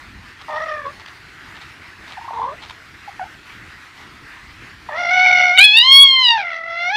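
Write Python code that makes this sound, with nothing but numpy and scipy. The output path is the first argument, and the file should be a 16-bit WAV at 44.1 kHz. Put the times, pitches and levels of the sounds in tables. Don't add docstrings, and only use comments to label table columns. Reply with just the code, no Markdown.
import sys
import numpy as np
from scipy import signal
from scipy.fft import rfft, irfft, next_fast_len
from scipy.io import wavfile
from scipy.ndimage import uniform_filter1d, map_coordinates

SR = 44100
rng = np.random.default_rng(int(sys.argv[2]) if len(sys.argv) > 2 else 0)


def store_pcm(level_fs):
    pcm = np.round(np.clip(level_fs, -1, 1) * 32767).astype(np.int16)
    wavfile.write(sys.argv[1], SR, np.atleast_2d(pcm).T)


N = 307046

# f/Hz, relative density/dB
AIR_SPECTRUM = [(15, -30), (25, -9.5), (86, 1), (214, -7.5), (245, -7.5), (312, -4.5), (534, -17),
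                (1370, -4), (1940, -2), (3500, -14), (4220, -14.5), (4700, -16.5), (5990, -22.5),
                (13000, -36), (15400, -38)]
# t/s, level/dB
AIR_LEVEL = [(0, -41.5), (4.8, -41.5), (5.55, -46.5), (5.7, -53.5), (6.96, -49.5)]
# t/s, length/s, level/dB
HANDLING_THUMPS = [(.03, 0.29, -44.5), (2.15, 0.089, -55), (4.33, 0.227, -53)]
# f/Hz, relative density/dB
THUMP_SPECTRUM = [(12, -36.5), (20, -58), (48, -2.5), (118, -17), (253, -17.5), (300, -25), (390, -51.5),
                  (660, -120)]
# t/s, length/s, level/dB
FABRIC_RUBS = [(0.381, 0.064, -45), (0.986, 0.041, -43.5), (1.058, 0.0094, -37), (1.073, 0.02, -41.5),
               (1.529, 0.08, -46.5), (1.599, 0.052, -43), (2.039, 0.15, -43.5), (2.59, 0.1, -41.5),
               (2.675, 0.056, -39)]
# f/Hz, relative density/dB
FABRIC_SPECTRUM = [(240, -54.5), (400, -29), (880, -0.5), (1130, -4.5), (1770, -11), (1910, -6),
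                   (3900, -7.5), (14000, -50)]

# t/s, pitch f/Hz, level/dB, mouth opening (0-1)
MEW = [(.487, 616, -34.5, 0.32), (.53, 610, -27, 0.39), (.575, 628, -24, 0.48), (.6, 617, -26.5, 0.4),
       (.63, 642, -24.5, 0.41), (.655, 643.5, -29, 0.52), (.7, 619.4, -24, 0.48), (.76, 604.4, -28, 0.37),
       (.8, 588.5, -29.5, 0.51), (.835, 584, -37.5, 0.66), (.862, 555, -25.5, 0.13), (.905, 578, -37, 0.14)]
# t/s, length/s, base pitch f/Hz, sag in mid-peep
# (share of pitch), base level/dB, second harmonic level/dB (against the fundamental), jitter (share of pitch)
CHIRPS = [(2.17, 0.035, 874, 0.074, -33.5, -12, 0.076), (2.211, 0.026, 910, 0.03, -35, -20, 0.067),
          (2.243, 0.031, 925, -0.0055, -34, -16, 0.045), (2.277, 0.029, 858, -0.07, -30, -26, 0.097),
          (2.306, 0.024, 892, 0.0047, -30.5, -24, 0.085), (3.0757, 0.026, 784, -0.012, -33, -24, .025),
          (3.194, 0.051, 828, 0.13, -26.5, -10, 0.016), (3.249, .029, 826, -0.033, -43, -14, .03),
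          (4.887, 0.011, 880, 0.082, -27.5, -14, 0.12)]
# t/s, pitch f/Hz, level/dB, mouth opening (0-1)
TRILL = [(2.337, 455, -25.5, 0), (2.372, 458, -27, 0), (2.395, 458, -23, 0), (2.445, 472, -23, 0),
         (2.466, 518, -26.5, 0), (2.485, 528, -24, 0), (2.512, 570, -32.5, 0.05), (2.53, 655, -32, .12),
         (2.541, 670, -41, .2), (2.553, 690, -45, .3)]
# t/s, pitch f/Hz, level/dB, mouth opening (0-1)
MEOW = [(4.895, 641, -33, 0.38), (4.925, 584.4, -29.5, 0.5), (5.0, 712.7, -20, 0.42),
        (5.095, 693.6, -17, 0.47), (5.125, 732.6, -13.7, 0.53), (5.24, 738.5, -10.5, 0.55),
        (5.33, 724.5, -10.5, 0.57), (5.44, 728.4, -11.5, 0.56), (5.52, 713.5, -14, 0.49),
        (5.568, 754, -16, 0.62), (5.583, 736.4, -1.5, 1), (5.6, 745, -1.5, 1), (5.609, 794, -6.5, 0.9),
        (5.618, 800, -2, 1), (5.638, 838.5, -5.5, 1), (5.645, 850, -3, 0.93), (5.68, 837, -8, 0.96),
        (5.73, 846.5, -11.5, 0.93), (5.775, 917, -5.5, 0.95), (5.815, 959, -8, 0.99),
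        (5.848, 1028, -13.5, 0.85), (5.89, 1064, -8.5, 0.91), (5.94, 1092, -3.5, 1.0),
        (6.03, 1111, -3.5, 1), (6.1, 1071, -11, 0.94), (6.22, 1029, -14, 0.85), (6.27, 962, -9, 0.97),
        (6.31, 934.4, -10, 0.84), (6.35, 911.6, -16, 0.62), (6.42, 765.5, -21.5, 0.63),
        (6.445, 697, -25.5, 0.58), (6.53, 659.4, -24.5, 0.61), (6.62, 659, -29, 0.57),
        (6.79, 684.3, -22.5, 0.58), (6.89, 723, -18.5, 0.52), (6.905, 755, -18.5, 0.56),
        (6.93, 836, -21.5, 0.56), (6.96, 844, -15.5, 0.69)]

# f/Hz, relative gain/dB
SHUT_THROAT = [(450, -17.5), (630, -13), (850, 7), (1100, -7), (1330, -22.5), (2000, -31), (3000, -46.5),
               (6000, -35)]
# f/Hz, relative gain/dB
HALF_OPEN_THROAT = [(620.0, -6), (900.0, 9.5), (1300.0, -4.5), (1850.0, -0.5), (2290.0, 5), (2460.0, -14),
                    (2850.0, -14.5), (3600.0, -17.5), (4400.0, -22), (5100.0, -23.5), (5850.0, -19.5),
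                    (6500.0, -45.5), (7300.0, -71), (9000.0, -49.5)]
# f/Hz, relative gain/dB
WIDE_THROAT = [(700, -46), (1000, -21), (1700, -23), (2400, -3), (3000, 1.7), (3400, -2), (3950, -4),
               (4200, -13.5), (4500, -13.5), (4950, -28.5), (5400, -39.5), (6300, -42.5), (7400, -40),
               (8600, -53.5), (10000, -74.5), (14000, -71.5)]
# f/Hz, relative gain/dB
SNARL_THROAT = [(750, -20.5), (1600, -19), (2200, -2.5), (2450, 3), (2950, -5.5), (3250, -12.5),
                (3700, -1.5), (4050, -3), (4500, -26), (5000, -30.5), (9000, -48)]
# f/Hz, relative density/dB
HUSK_SPECTRUM = [(400, -60), (650, -28), (800, 2), (950, 5), (1150, -12.5), (1700, -3.5), (2150, 8),
                 (2550, -9), (2900, -17.5), (3450, 8), (3900, -13), (4250, -4), (4650, -11), (5900, -12.5),
                 (7000, -44.5), (10000, -67)]

# middle t/s, half length/s, level/dB (against the voice)
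CROAKS = [(0.485, 0.098, 0.5), (4.907, 0.06, -4)]
# middle t/s, half length/s, added roughness (0-1)
HOARSE = [(0.53, 0.17, 0.33), (2.36, 0.04, 0), (2.529, 0.028, 0.6), (5.045, 0.053, 0.16),
          (5.283, 0.18, 0.15), (5.403, 0.03, .18), (5.785, 0.03, 0.09), (6.292, 0.021, 0.12),
          (6.404, .035, .35), (6.523, 0.09, 0.34), (6.962, 0.015, 0.2)]
# middle t/s, half length/s, offset f/Hz, depth (0-1)
THROBS = [(0.604, 0.11, 50, 0.35), (0.71, 0.097, -41.5, .6), (0.857, 0.078, -84, 0.7),
          (2.348, 0.02, 220, 0.33), (2.427, .035, 104.5, 0.65), (2.525, .022, -210, 0.8),
          (5.06, .05, 60.5, 0.4), (5.201, 0.093, 72.5, 0.13), (5.261, 0.011, 96, 0.9),
          (5.329, 0.022, 44.5, 0.78), (5.42, 0.035, -100, 0.44), (5.478, 0.028, 75, 0.73),
          (5.791, 0.041, 66.5, 0.2), (5.889, 0.036, 90.5, .15), (6.164, 0.1, 37.5, 0.16),
          (6.293, 0.034, 70.5, 0.42), (6.41, 0.026, -130, 0.45), (6.51, .05, 84.5, .55),
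          (6.64, .09, 42.5, 0.57)]
# middle t/s, half length/s, level change/dB
BREAKS = [(5.5741, 0.0014, -12), (5.5766, 0.0012, 4), (5.5801, .0018, -14)]

FULL_DB, DULLING, TREBLE_HZ = -22, 2.12, 2400
SLACK_DB = 1
RATTLE_HZ, RATTLE_STEEPNESS, LOW_ROUGH, HIGH_ROUGH = 647, 11, .58, 0.021
GLIDE_ROUGH, ONSET_ROUGH, ONSET_S = 0.037, 0.57, 0.058
SNARL_AT_S, SNARL_S = 5.604, 0.034
REST_HZ, THROAT_RISE = 745, 0.2
WANDER_DB, WANDER_PER_S = 2.5, 28
TOP_HZ = 15600


def amp(db):
    return 10 ** (np.asarray(db) / 20)


def unit(x):
    return x / np.sqrt(np.mean(x ** 2) + 1e-20)


def along(points, hz):
    f, v = np.transpose(points)
    return np.interp(np.log(hz + 1), np.log(f + 1), v)


def curves(rows, t):
    s, *cols = np.transpose(rows)
    return [np.interp(t, s, c) for c in cols]


def wobble(t, rate):
    knots = (t - t[0]) * rate
    return map_coordinates(rng.standard_normal(int(knots[-1]) + 4), [knots + 1])


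def filtered(x, response):
    size = next_fast_len(N + 8192)
    spectrum = rfft(x, size) * response(np.fft.rfftfreq(size, 1 / SR))
    return irfft(spectrum, size)[:N]


def noise(spectrum):
    white = rng.standard_normal(N)
    return unit(filtered(white, lambda hz: amp(along(spectrum, hz))))


def span(start, end):
    return np.arange(int(start * SR), min(int(end * SR), N)) / SR


def gate(t, edge):
    to_nearest_end = np.minimum(t - t[0], t[-1] - t)
    return np.sin(np.pi / 2 * np.clip(to_nearest_end / edge, 0, 1)) ** 2


def bell(t, at, width):
    return np.exp(-((t - at) / width) ** 2)


def add(track, t, sound):
    track[round(t[0] * SR):][:len(t)] += sound


def air(rumble_db, hiss_db, patchy_db):
    t = np.arange(N) / SR
    cells = signal.stft(noise(AIR_SPECTRUM), nperseg=1024)[2]
    field = uniform_filter1d(rng.standard_normal(cells.shape), size=9, axis=0)
    field = uniform_filter1d(field, size=7, axis=1)
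    uneven_cells = cells * amp(patchy_db * unit(field))
    uneven = unit(signal.istft(uneven_cells, nperseg=1024)[1][:N])
    rumble = filtered(uneven, lambda hz: 1 / (1 + (hz / 450) ** 4))
    hiss = uneven - rumble
    wavering = rumble * amp(rumble_db * wobble(t, 21)) + hiss * amp(hiss_db * wobble(t, 14))
    return amp(curves(AIR_LEVEL, t)[0]) * wavering


def strokes(rows, spectrum, grain_db):
    pressure = np.zeros(N)
    for s, length, db in rows:
        t = span(s, s + length)
        swell = amp(grain_db * wobble(t, 490)) * gate(t, length / 2)
        add(pressure, t, amp(db) * unit(swell))
    return pressure * noise(spectrum)


def room(x, t60):
    t = span(0, .4)
    tail = rng.standard_normal(len(t)) * amp(-60 * t / t60) * (t > .004)
    return signal.fftconvolve(x, tail / np.linalg.norm(tail))[:N]


def roughness(t, pitch):
    low = LOW_ROUGH / (1 + (pitch / RATTLE_HZ) ** RATTLE_STEEPNESS)
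    glide = GLIDE_ROUGH * np.abs(np.gradient(np.log2(pitch), t))
    onset = ONSET_ROUGH * np.exp((t[0] - t) / ONSET_S)
    hoarse = sum(extra * bell(t, s, width) for s, width, extra in HOARSE)
    return np.clip(HIGH_ROUGH + low + glide + onset + hoarse, 0, 1)


def slackness(t, pitch):
    fall = np.maximum(-np.gradient(np.log2(pitch), t), 0)
    return SLACK_DB * uniform_filter1d(fall, size=900)


def partials(t, pitch, level_db, opening, count):
    hz = np.arange(1, count + 1)[:, None] * pitch
    shut = np.clip(1 - 2 * opening, 0, 1)
    wide = np.clip(2 * opening - 1, 0, 1)
    at_rest = hz * (REST_HZ / pitch) ** (THROAT_RISE * wide)
    db = shut * along(SHUT_THROAT, hz)
    db += (1 - shut - wide) * along(HALF_OPEN_THROAT, at_rest)
    db += wide * along(WIDE_THROAT, at_rest)
    snarl = np.exp(-np.abs((t - SNARL_AT_S) / SNARL_S) ** 6)
    db = (1 - snarl) * db + snarl * along(SNARL_THROAT, hz)
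    dull_db = DULLING * np.maximum(FULL_DB - level_db, 0) + slackness(t, pitch)
    db -= dull_db / (1 + (TREBLE_HZ / hz) ** 10)
    db += WANDER_DB * opening * np.array([wobble(t, WANDER_PER_S) for _ in hz])
    total_db = 10 * np.log10(np.sum(amp(db) ** 2, axis=0))
    return level_db + db - total_db


def beating(t):
    beat = np.zeros(len(t), complex)
    for s, width, offset_hz, depth in THROBS:
        drift = 2 * np.pi * np.cumsum(offset_hz * (1 + .12 * wobble(t, 35))) / SR
        beat += depth * bell(t, s, width) * np.exp(1j * drift)
    return beat


def call(rows, shudder_hz, quaver, jitter, flutter_db, rasp, husk_db, order=3, count=13):
    t = span(rows[0][0] - .005, rows[-1][0] + .005)
    pitch, level_db, opening = curves(rows, t)
    rough = roughness(t, pitch)
    levels = partials(t, pitch, level_db, opening, count)
    shudder = 2 * np.pi * np.cumsum(shudder_hz * (1 + .2 * wobble(t, 35))) / SR
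    depth, beat = np.sqrt(rough), beating(t)
    shaken = pitch * (1 + quaver * depth * np.sin(shudder) + jitter * rough * wobble(t, 260))
    phase = 2 * np.pi * np.cumsum(shaken) / SR

    puffs = unit((1 + .8 * np.cos(phase)) * (1 + .6 * np.sin(shudder)))
    leak = noise(HUSK_SPECTRUM)[:len(t)] * puffs
    eased_db = 14 * np.maximum(opening - .6, 0) + slackness(t, pitch) / 2
    voice = amp(np.maximum(levels[0], levels[1]) + husk_db - eased_db) * depth * leak

    croak = sum(amp(db) * bell(t, s, width) for s, width, db in CROAKS)
    croak_line = np.cos(3 * phase / 2 + 1.1 * wobble(t, 280))
    voice += amp(level_db) * croak * unit(amp(4 * wobble(t, 130))) * croak_line

    for k, level in enumerate(levels, 1):
        notches = flutter_db * depth * wobble(t, 160) ** 2 * np.interp(k, [1, 3, 4], [.6, .8, 1])
        side = beat * np.interp(k / order, [.3, .7, 1, 2], [.3, .55, 1, .85])
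        flutter = unit(amp(-notches)) * (1 + side) / np.sqrt(1 + np.abs(side) ** 2)
        fray = np.minimum(rasp * rough * np.interp(k, [1, 3, 5], [.25, .75, 2.4]), .9)
        ragged = (wobble(t, 420) + 1j * wobble(t, 420)) / np.sqrt(2)
        grain = np.sqrt(1 - fray ** 2) + fray * ragged
        carrier = np.exp(1j * (k * phase - np.pi * k * k / 4))
        voice += amp(level) * np.real(flutter * grain * carrier)

    breaking_db = sum(db * bell(t, s, width) for s, width, db in BREAKS)
    return t, np.sqrt(2) * voice * amp(breaking_db) * gate(t, 0.0015)


def cat():
    track = np.zeros(N)
    add(track, *call(MEW, shudder_hz=48, quaver=.024, jitter=.024, flutter_db=7, rasp=.4,
                     husk_db=-17, count=10))
    add(track, *call(TRILL, shudder_hz=62, quaver=.035, jitter=.055, flutter_db=3, rasp=.7,
                     husk_db=-25, order=2, count=5))
    add(track, *call(MEOW, shudder_hz=62, quaver=.021, jitter=.03, flutter_db=6, rasp=.66,
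                     husk_db=-13.5))
    return track


def chirps(third_db, accent_db, fade_db, pop, tremble_db):
    track = np.zeros(N)
    for s, length, hz, sag, db, overtone_db, jitter in CHIRPS:
        t = span(s, s + length)
        age = np.linspace(0, 1, len(t))
        start = np.exp((t[0] - t) / 0.006)
        bend = -sag * np.sin(np.pi * age ** 0.72)
        pitch = hz * (1 + pop * start + bend + jitter * wobble(t, 327))
        phase = 2 * np.pi * np.cumsum(pitch) / SR
        overtones = np.cos(2 * phase) + amp(third_db) * np.sin(3 * phase)
        tone = np.sin(phase) + amp(overtone_db) * overtones
        level = db + accent_db * start + fade_db * age ** 6 + tremble_db * wobble(t, 232)
        add(track, t, amp(level) * unit(tone) * gate(t, 0.003))
    return track


def scene():
    background = air(rumble_db=1.5, hiss_db=1.0, patchy_db=2)
    thumps = strokes(HANDLING_THUMPS, THUMP_SPECTRUM, grain_db=-1.0)
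    rubs = strokes(FABRIC_RUBS, FABRIC_SPECTRUM, grain_db=4.5)
    voice = cat() + chirps(third_db=-9, accent_db=4.0, fade_db=-7.5, pop=0.13, tremble_db=1.8)
    near = voice + rubs + thumps
    walls = amp(-14) * room(near, t60=.2)
    return (near + walls + background)[None]


def record(dry):
    clipped = np.clip(dry[0], -1, 1)
    return filtered(clipped, lambda hz: np.where(hz < TOP_HZ, 1, 0))[None]


dry = scene()
out = record(dry)
store_pcm(out)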